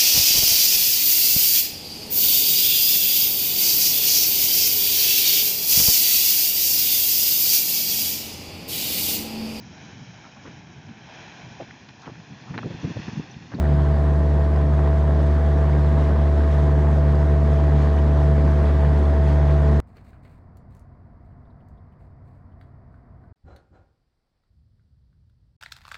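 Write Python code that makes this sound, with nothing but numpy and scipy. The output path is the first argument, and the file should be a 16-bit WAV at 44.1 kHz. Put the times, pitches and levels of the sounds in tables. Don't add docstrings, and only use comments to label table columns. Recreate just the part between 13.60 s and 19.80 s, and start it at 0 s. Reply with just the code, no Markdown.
import sys
import numpy as np
from scipy import signal
from scipy.fft import rfft, irfft, next_fast_len
from scipy.io import wavfile
from scipy.ndimage import uniform_filter1d, map_coordinates

SR = 44100
rng = np.random.default_rng(int(sys.argv[2]) if len(sys.argv) > 2 else 0)


def pcm_store(signal):
    levels = np.round(np.clip(np.atleast_2d(signal), -1, 1) * 32767)
    wavfile.write(sys.argv[1], SR, levels.astype(np.int16).T)


N = 273494

# time in seconds, crank speed in turns a second.
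CRANK_SPEED = [(0, 72.93), (3.6, 73.1), (4.601, 72.83), (6.2, 72.66)]


def amp(db):
    return 10 ** (np.asarray(db) / 20)


def unit(x):
    return x / np.sqrt(np.mean(x ** 2) + 1e-20)


def along(points, hz):
    point_hz, values = np.transpose(points)
    return np.interp(np.log(hz + 1), np.log(point_hz + 1), values)


def automation(points):
    times, values = np.transpose(points)
    return np.interp(np.arange(N) / SR, times, values)


def wobble(rate):
    knots = rng.standard_normal(int(N * rate / SR) + 4)
    return map_coordinates(knots, [np.arange(N) * rate / SR])


def filtered(x, response):
    size = next_fast_len(N + SR // 2)
    hz = np.fft.rfftfreq(size, 1 / SR)
    return irfft(rfft(x, size) * response(hz), size)[:N]


def coloured(x, spectrum):
    return unit(filtered(x, lambda hz: amp(along(spectrum, hz))))


def patchy_noise(depth_db):
    spectra = signal.stft(rng.standard_normal(N), nperseg=512)[2]
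    patches = uniform_filter1d(rng.standard_normal(spectra.shape), size=8, axis=0)
    patches = uniform_filter1d(patches, size=10, axis=1)
    return signal.istft(spectra * amp(depth_db * unit(patches)), nperseg=512)[1][:N]


def grains(pitch_hz, spread, cycles, scatter_db, rise, count, samples):
    when, pick, strength = rng.random((count, 3)).T[:, :, None]
    hz = pitch_hz * np.exp(spread * (2 * pick - 1))
    age = hz * np.arange(samples) / SR / cycles
    gain = amp(-scatter_db * np.log(1 - 0.97 * strength))
    envelope = (1 - np.exp(-4 * age)) * np.exp(-age)
    glide = 1 + rise * np.minimum(age, 2)
    rings = gain * envelope * np.sin(2 * np.pi * cycles * age * glide)
    positions = (when * N).astype(int) + np.arange(samples)
    return unit(np.bincount(positions.ravel(), rings.ravel(), N)[:N])


def crank(hunt_hz=0.05, tremble_hz=0.08):
    speed_hz = automation(CRANK_SPEED) + hunt_hz * wobble(3) + tremble_hz * wobble(24)
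    return np.cumsum(speed_hz) / SR


def effort_db(shortfall_db=1.9, settle_s=2.45):
    return -shortfall_db * np.exp(-np.arange(N) / SR / settle_s)


def exhaust(turns, settled_tone_db=-16.0):
    # time in seconds, level in dB.
    octave_levels = [(0, -36), (0.13, -20), (0.35, -25.5), (1.55, -24.5), (1.73, -28.5), (2.15, -22),
                     (2.7, -27.5), (2.81, -36), (2.96, -23), (3.9, -24), (4.14, -21), (4.33, -27),
                     (4.7, -20.5), (5.17, -28.5), (5.28, -20), (5.44, -31.5), (5.68, -23), (6.2, -22)]
    # frequency in Hz, relative level in dB.
    gurgle_eq = [(30, -28.5), (55, -5.5), (90, -7), (125, -4.5), (165, 1.5), (195, -2.5), (235, -14),
                 (330, -28.5), (700, -61)]
    angle = 2 * np.pi * turns
    tone = amp(settled_tone_db + effort_db() + 0.24 * wobble(26)) * np.cos(angle)
    octave_db = automation(octave_levels) + 0.7 * wobble(30) + 0.67 * wobble(11)
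    octave = amp(octave_db) * np.cos(2 * angle + 0.1 * wobble(14))
    drone = -np.sqrt(2) * (tone + octave)
    puffs = patchy_noise(depth_db=1.0) * (1 + 0.14 * np.cos(angle))
    return drone + amp(-32.5) * coloured(puffs, gurgle_eq)


def hull(turns):
    # crank multiple, settled rms level in dB, flutter in dB.
    partials = [(3, -35.5, 3), (4, -39, 2), (5, -37, 1.5), (6, -38, 1.6), (7, -45.5, 2), (9, -33, 0.46)]
    hum = np.zeros(N)
    for multiple, db, flutter_db in partials:
        lag = 0.135 * multiple ** 2
        phase = 2 * np.pi * (multiple * turns - lag) + 0.13 * flutter_db * wobble(14)
        hum += amp(db + flutter_db * wobble(14)) * np.sqrt(2) * np.cos(phase)
    return hum * amp(effort_db())


def powerhead(turns, buzz_db=-43.5, rattle_db=-31.5):
    # frequency in Hz, relative level in dB.
    cowl_eq = [(690, -31), (800, 4.5), (880, 1.5), (1020, 1.2), (1170, 0.5), (1320, -24), (1580, -0.5),
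               (1720, -13), (1900, -7), (2150, -18), (2450, -18.5), (3000, -37.5)]
    # frequency in Hz, relative level in dB.
    rattle_eq = [(130, -31), (250, 4.5), (310, 2), (400, -1), (500, 0.5), (680, -0.5), (800, -5),
                 (1020, -6.5), (1350, -14), (1850, -13.5), (2400, -31.5), (3400, -32.5), (6000, -43),
                 (11000, -55.5)]
    multiples = np.arange(10, 40)
    mean_crank_hz = np.mean(np.transpose(CRANK_SPEED)[1])
    gains = amp(along(cowl_eq, multiples * mean_crank_hz))
    ring = np.zeros(N)
    for multiple, gain in zip(multiples, gains):
        ring += gain * np.cos(2 * np.pi * (multiple * turns + rng.random()) + 0.65 * wobble(14))
    surge = 1 + 1.2 * np.exp(-(turns % 1) / 0.2) * amp(3.3 * wobble(70))
    rattle = amp(rattle_db) * coloured(patchy_noise(depth_db=1.0) * surge, rattle_eq)
    buzz = amp(buzz_db + 1.6 * wobble(40)) * unit(ring)
    return (buzz + rattle) * amp(1.1 * effort_db())


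def waves_db(ripple_db=0.46, rise_s=0.05, fall_s=0.061):
    # time in seconds, fader level in dB.
    rush = [(0, -54.5), (0.85, -56.3), (2.1, -53.8), (3.4, -54.5), (4.3, -53.6), (6.2, -53.5)]
    # crest time in seconds, lift over the rush in dB.
    splashes = [(2.42, 2), (2.93, 3), (3.36, 1.6), (3.94, 2), (4.25, 2.5), (5.07, 2), (5.39, 1.5),
                (5.69, 3), (5.9, 2), (6.17, 1.5)]
    t = np.arange(N) / SR
    level_db = automation(rush) + ripple_db * wobble(15)
    for crest_s, lift_db in splashes:
        width_s = np.where(t < crest_s, rise_s, fall_s)
        level_db += lift_db * np.exp(-((t - crest_s) / width_s) ** 2)
    return level_db


def bow_wave():
    # frequency in Hz, relative level in dB.
    wash_eq = [(20, 12), (50, 24), (100, 12), (300, 10), (900, 11.5), (1800, 4), (2700, -4), (3400, -2.5),
               (4200, -7), (5700, -13.5), (6700, -14.5), (7600, -19), (9200, -20.5), (11500, -35)]
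    fader = amp(waves_db())
    slosh = wobble(18)
    wash = amp(13.5 + 0.32 * slosh) * coloured(patchy_noise(depth_db=1.6), wash_eq)
    bubbles = amp(1.5) * grains(
        pitch_hz=1094, spread=0.8, cycles=7, scatter_db=-1.0, rise=0.04, count=900, samples=1500)
    drops = amp(-10.5 + slosh) * grains(
        pitch_hz=3580, spread=0.55, cycles=11, scatter_db=3.5, rise=0.02, count=2600, samples=800)
    spray = amp(-20 + slosh) * grains(
        pitch_hz=7500, spread=0.31, cycles=2.5, scatter_db=3.5, rise=0.02, count=3000, samples=150)
    return fader * (wash + bubbles + drops + spray)


def plinks(attack_s=0.00097, ring_s=0.003, rise=4, splat_mix=0.27, splat_s=0.0036):
    # start in seconds, pitch in Hz, gain in dB.
    drops = [(.961, 5050, -44), (2.130, 2120, -31), (3.554, 4650, -41.5), (4.387, 2910, -35),
             (5.052, 3250, -38.5), (5.454, 3340, -38), (5.640, 5400, -50)]
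    track = np.zeros(N)
    t = np.arange(SR // 20) / SR
    for start_s, hz, db in drops:
        envelope = (1 - np.exp(-t / attack_s)) * np.exp(-t / ring_s)
        ring = envelope * np.sin(2 * np.pi * hz * t * (1 + rise * t))
        octave_band = signal.butter(2, [hz / np.sqrt(2), hz * np.sqrt(2)], "bandpass", fs=SR, output="sos")
        splat = unit(signal.sosfilt(octave_band, rng.standard_normal(len(t)))) * np.exp(-t / splat_s)
        track[round(start_s * SR):][:len(t)] += amp(db) * (ring + splat_mix * splat)
    return track


def scene():
    turns = crank()
    motor = exhaust(turns) + hull(turns) + powerhead(turns)
    return (motor + bow_wave() + plinks())[None]


def record(dry):
    return filtered(dry[0], lambda hz: hz < 11600)[None]


dry = scene()
out = record(dry)
pcm_store(out)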